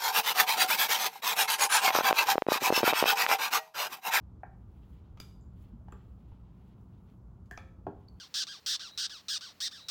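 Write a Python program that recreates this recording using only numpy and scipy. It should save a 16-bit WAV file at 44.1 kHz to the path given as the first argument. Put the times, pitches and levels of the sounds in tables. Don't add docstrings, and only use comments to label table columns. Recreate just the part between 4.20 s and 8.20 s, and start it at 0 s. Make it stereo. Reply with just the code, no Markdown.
import sys
import numpy as np
from scipy import signal
from scipy.fft import rfft, irfft
from scipy.io import wavfile

SR = 44100
rng = np.random.default_rng(int(sys.argv[2]) if len(sys.argv) > 2 else 0)


def unload_wav(signal):
    wavfile.write(
        sys.argv[1],
        SR,
        np.round(np.clip(np.atleast_2d(signal).T, -1, 1) * 32767).astype(np.int16),
    )


N = 176400
T = np.arange(N) / SR
HZ = np.maximum(np.arange(N // 2 + 1) * SR / N, 1)

# frequency in Hz, relative level in dB.
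AIR_SPECTRUM = [(20, -37), (30, -18.5), (42, -6), (58, 0.5), (75, -2.5), (94, -1), (135, -11), (180, -8.5),
                (215, -13), (290, -18.5), (380, -21), (560, -29.5), (900, -29), (1400, -35), (1750, -46)]
HISS_SPECTRUM = [(1000, 14.5), (2500, 3), (5000, 1), (8000, -1.5), (15000, -6.5)]
CLOTH_SPECTRUM = [(600, -3.5), (1800, -1.5), (3100, -1), (4500, -9.5), (7000, -23), (15000, -32)]
RUB_SPECTRUM = [(3000, -22), (7000, -3), (11000, -0.5), (15000, 2)]
SPRAY_SPECTRUM = [(200, 18), (400, 6), (800, 5), (1300, 17), (1750, -16.5), (2300, 6.5), (2750, 3.5),
                  (3300, 5), (4200, -2.5), (4900, 3), (5600, -5.5), (6500, 4.5), (8000, -2.5), (15000, -11)]
ROOM_SPECTRUM = [(150, -7), (400, 1), (800, -7), (1600, -2.5), (3000, -0.5), (7000, -2), (15000, -3.5)]
# frequency in Hz, left-right correlation.
NOISE_COHERENCE = [(30, 1), (120, 0.93), (250, 0.67), (600, 0.12), (1500, 0.053), (5000, 0.55), (12000, 1)]
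ROOM_COHERENCE = [(150, 0.66), (350, .6), (700, 0.25), (1300, 0.043), (5000, 0.13), (11000, 1)]
# time in seconds, gain in dB.
RUMBLE_SWELL = [(0, 1), (.6, 0.5), (1.25, 3.5), (1.9, 2.5), (2.5, -5.5), (3.2, 1), (4, -3.5)]
# frequency in Hz, rms level in dB.
HUM_TONES = [(58.5, -61.5), (119, -62.5), (187, -64.5)]
# delay in seconds, gain in dB, pan in dB,
# lag of the right side in seconds.
ECHOES = [(.0031, -11.5, 2.5, .0002), (.0086, -10, -5.5, -0.0096), (0.011, -10.5, 2, -.0004),
          (.0165, -14.5, -1.5, .0005), (.0205, -18, -10.5, -.0003), (.0275, -21, -6, .0006)]
# time in seconds, level in dB.
SLEEVE_LEVELS = [(0, -89), (.4, -89), (.6, -78.5), (.78, -76), (.92, -82.5), (1.25, -93), (1.42, -75),
                 (1.64, -88.5), (1.82, -76), (1.93, -84.5), (2.12, -76.5), (2.22, -82.5), (2.52, -76.5),
                 (2.65, -89.5), (2.73, -79), (2.84, -85.5), (2.89, -74.5), (2.98, -90.5), (3.7, -93.5),
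                 (3.82, -78), (3.92, -91), (4, -78.5)]
RUB_LEVELS = [(0, -107), (.45, -86.5), (.73, -78.5), (.84, -92), (1.32, -91), (1.42, -75.5), (1.54, -90),
              (1.85, -86), (2.1, -85.5), (2.28, -92), (2.45, -83), (2.54, -88), (2.9, -84), (3.1, -91),
              (3.65, -91.5), (3.98, -83.5)]
# start in seconds, frequency in Hz, level in dB, T60 in seconds.
THUDS = [(1.535, 231, -45.5, 0.21), (1.61, 630, -60, 0.043), (1.726, 330, -47, 0.029),
         (2.122, 66, -33.5, 0.05), (3.313, 336, -51.5, 0.052), (3.671, 168, -41, 0.15),
         (3.68, 311.3, -49, .33), (3.747, 94, -43, 0.19)]
# frequency in Hz, gain in dB, T60 in seconds.
WALL_MODES = [(529.6, -2, 0.93), (1300, -2.5, 0.69)]
GLASS_MODES = [(248.8, -22, 0.38), (310.4, -17.5, 0.34), (405, -8, 0.09), (454.7, -9, 0.084),
               (616, -20.5, 0.14), (762, -14.5, 0.078), (850, -15.5, 0.18), (946, -23.5, 0.15),
               (1088, -14, 0.052), (1421, -7.5, 0.021), (1585, -8.5, 0.029), (1744, -11, 0.023),
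               (2260, -17.5, 0.024), (2430, -22, 0.02)]
# start in seconds, level in dB.
WALL_TAPS = [(3.3761, -60.5)]
# start in seconds, knock level in dB, its frequency in Hz,
# its T60 in seconds, glass ring gain in dB, the ring's low and high edges in Hz, pan in dB.
KNOCKS = [(0.2333, -28, 754, 0.035, -33.5, 1170, 2320, 0),
          (1.6835, -38.5, 822, 0.018, -49.5, 600, 2230, -1),
          (1.724, -32.5, 1220, 0.0086, -41.5, 400, 1720, 1), (2.119, -46, 860, 0.011, -59.5, 600, 1310, 4),
          (3.3112, -46.5, 714, 0.069, -47, 397, 1190, 5), (3.3763, -33.5, 710, 0.022, -37, 980, 3300, 1),
          (3.6674, -20.5, 712, 0.017, -28, 227, 1366, 2.5)]
# start in seconds, frequency in Hz, level in dB, T60 in seconds,
# fractional rise in pitch, pan in dB, relative gain into the room in dB.
PLIPS_AND_CLICK = [(1.0015, 4740, -32.5, 0.011, 0.13, 5.5, -2), (1.001, 1286, -41.5, 0.019, 0.055, 7, -2),
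                   (1.001, 2090, -49.5, 0.018, 0.065, 3, -4), (1.0022, 3480, -45, 0.0073, 0.14, 8, 1),
                   (1.2112, 7100, -53, 0.0045, 0.088, 1, 2), (1.2255, 6700, -58, 0.0054, .12, 1, 1),
                   (1.264, 7100, -67, 0.0087, .04, 3, -4), (1.7225, 7270, -47.5, 0.011, .12, 0, -8),
                   (1.7219, 2550, -51, 0.0077, .15, 6, 0), (3.3117, 1686, -32, 0.023, 0.17, 3, 3.5),
                   (3.3104, 7200, -58, 0.006, 0.017, 2, 1), (3.314, 1040, -52.5, 0.046, 0.027, 3.5, 2),
                   (3.3758, 2320, -35.5, 0.01, 0.1, 4, -2), (3.3765, 3200, -48, 0.01, .12, 6, 5),
                   (3.376, 5030, -40, 0.0047, 0.13, 17, -15), (3.375, 5800, -32, 0.0043, 0.075, 6.5, -13),
                   (3.8827, 4300, -54, 0.018, 0.16, 4, -5), (3.885, 4440, -45.5, 0.013, 0.14, 6, -11)]
# start in seconds, spray level in dB,
# its time constant in seconds, its high edge in Hz, crack level in dB, pan in dB.
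SLAPS = [(0.9728, -48.5, 0.0059, 3230, -52, 1), (1.0005, -37, 0.0031, 14800, -27.5, 0),
         (1.6832, -62, 0.0044, 4620, -64, 3), (1.7225, -49.5, 0.0036, 2930, -45, 1.5),
         (2.612, -89, 0.0017, 15000, -59, 8), (2.9, -82, .003, 14700, -57, 3),
         (3.258, -69, .008, 11800, -58, 3), (3.3112, -46, 0.0024, 15320, -35.5, 2),
         (3.3757, -43, 0.0034, 6300, -44, 0.5), (3.667, -47.5, 0.0039, 2500, -61, 1),
         (3.812, -78, 0.0054, 12970, -68, 4), (3.8865, -66, 0.0024, 9950, -51, -1)]
# frequency in Hz, lead of the left side in radians.
PORT_PHASE = [(20, 0), (3000, .45), (6900, 0), (9050, -3.14), (11100, -6.28), (13300, -9.42),
              (15000, -12.4)]


def from_db(db):
    return 10 ** (np.asarray(db) / 20)


def unit_rms(x):
    return x / np.sqrt(np.mean(x ** 2) + 1e-20)


def at_hz(points):
    hz, value = np.transpose(points)
    return np.interp(np.log(HZ), np.log(hz), value)


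def envelope(points):
    return from_db(np.interp(T, *np.transpose(points)))


def colour(x, spectrum):
    return irfft(rfft(x) * from_db(at_hz(spectrum)), N)


def cut(x, hz, kind, order=2):
    return signal.sosfilt(signal.butter(order, hz, kind, fs=SR, output="sos"), x + 1e-18)


def stereo_noise(coherence):
    mid, side = rfft(rng.standard_normal((2, N)))
    spectrum = np.sqrt(1 + coherence) * mid + np.sqrt(1 - coherence) * side * [[1], [-1]]
    return unit_rms(irfft(spectrum, N))


def ring(hz, t60, rise=0):
    t = T[:SR // 2]
    pitch = hz * (1 + rise * np.minimum(t / t60, 1))
    return from_db(-60 * t / t60) * np.sin(2 * np.pi * np.cumsum(pitch) / SR)


def attack(x, rise_s):
    return x * (1 - np.exp(-T[:x.shape[-1]] / rise_s))


def add(out, sound, start, db, pan_db=0):
    i = int(start * SR)
    part = sound[..., :N - i]
    out[:, i:i + part.shape[-1]] += from_db([[db + pan_db / 2], [db - pan_db / 2]]) * part


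def ventilation():
    coherence = at_hz(NOISE_COHERENCE)
    air = colour(stereo_noise(coherence), AIR_SPECTRUM)
    air = unit_rms(cut(air, 1700, "low", order=4))
    rumble = irfft(rfft(air) / (1 + (HZ / 100) ** 4), N)
    air += rumble * (envelope(RUMBLE_SWELL) - 1)
    hiss = unit_rms(colour(stereo_noise(coherence), HISS_SPECTRUM))
    hum = sum(from_db(db) * np.sqrt(2) * np.sin(2 * np.pi * (hz * T + rng.random()))
              for hz, db in HUM_TONES)
    return from_db(-51.5) * air + from_db(-82) * hiss + hum


def room(x, t60=0.42, gap_s=0.004):
    fade = from_db(-60 * T / t60) * (T > gap_s)
    diffuse = colour(stereo_noise(at_hz(ROOM_COHERENCE)), ROOM_SPECTRUM)
    response = diffuse * fade / np.sqrt(np.sum(fade ** 2))
    for delay, db, pan_db, lag_s in ECHOES:
        response[0, int(delay * SR)] += from_db(db + pan_db / 2)
        response[1, int((delay + lag_s) * SR)] += from_db(db - pan_db / 2)
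    return signal.fftconvolve(x, response[:, :SR], axes=1)[:, :N]


def rustle(levels, spectrum, roughness_db=1.5):
    flutter = unit_rms(cut(rng.standard_normal(N), 24.9, "low"))
    grain = unit_rms(cut(rng.standard_normal(N), 600, "low"))
    friction = stereo_noise(at_hz(NOISE_COHERENCE)) * from_db(roughness_db * (flutter + grain))
    return envelope(levels) * unit_rms(colour(friction, spectrum))


def low_thuds():
    out = np.zeros((2, N))
    for start, hz, db, t60 in THUDS:
        add(out, cut(ring(hz, t60), 2 * hz, "low"), start, db)
    return out


def fizz(ticks_per_s=56):
    bursts = rng.random(N) < ticks_per_s / SR
    strength = from_db(-73.5 - 4 * np.minimum(rng.exponential(1, N), 3))
    return cut(bursts * strength, 2500, "high")


def wall_ring():
    out = np.zeros((2, N))
    tone = sum(from_db(db) * ring(hz, t60) for hz, db, t60 in WALL_MODES)
    for start, db in WALL_TAPS:
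        add(out, tone, start, db)
    return out


def glass_knocks():
    out = np.zeros((2, N))
    modes = sum(from_db(db) * ring(hz, t60) for hz, db, t60 in GLASS_MODES)
    for start, db, hz, t60, ring_db, low_hz, high_hz, pan_db in KNOCKS:
        knock = from_db(db) * cut(ring(hz, t60), 2 * hz, "low")
        band = cut(cut(modes, low_hz, "high", order=3), high_hz, "low", order=9)
        contact = attack(knock + from_db(ring_db) * band, rise_s=0.0012)
        add(out, contact, start, 0, pan_db)
    return out


def plips_and_click():
    direct, to_room = np.zeros((2, 2, N))
    for start, hz, db, t60, rise, pan_db, room_db in PLIPS_AND_CLICK:
        ping = attack(ring(hz, t60, rise), rise_s=0.00069)
        add(direct, ping, start, db, pan_db)
        add(to_room, ping, start, db + room_db, pan_db)
    return direct, to_room


def surface_slaps(rise_s=0.00046):
    out = np.zeros((2, N))
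    spray = unit_rms(colour(stereo_noise(coherence=0.92), SPRAY_SPECTRUM))
    t = T[:SR // 10]
    crack = cut(1. * (t == 0), 2500, "high", order=1)
    for k, (start, db, decay_s, high_hz, crack_db, pan_db) in enumerate(SLAPS):
        noise = spray[:, k * len(t):(k + 1) * len(t)]
        burst = attack(noise * np.exp(-t / decay_s), rise_s)
        add(out, cut(burst, high_hz, "low"), start, db, pan_db)
        add(out, crack, start + rise_s, crack_db, pan_db)
    return out


def scene():
    rustles = rustle(SLEEVE_LEVELS, CLOTH_SPECTRUM) + rustle(RUB_LEVELS, RUB_SPECTRUM)
    hits = glass_knocks() + surface_slaps() + fizz()
    pings, pings_to_room = plips_and_click()
    reverberation = room(hits + pings_to_room)
    return hits + pings + wall_ring() + low_thuds() + reverberation + rustles + ventilation()


def record(dry, cutoff_hz=15800):
    left_lead = np.interp(HZ, *np.transpose(PORT_PHASE))
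    shifted = irfft(rfft(dry) * np.exp(1j * left_lead * [[1], [0]]), N)
    return signal.sosfilt(signal.ellip(10, .1, 70, cutoff_hz, fs=SR, output="sos"), shifted)


dry = scene()
out = record(dry)
unload_wav(out)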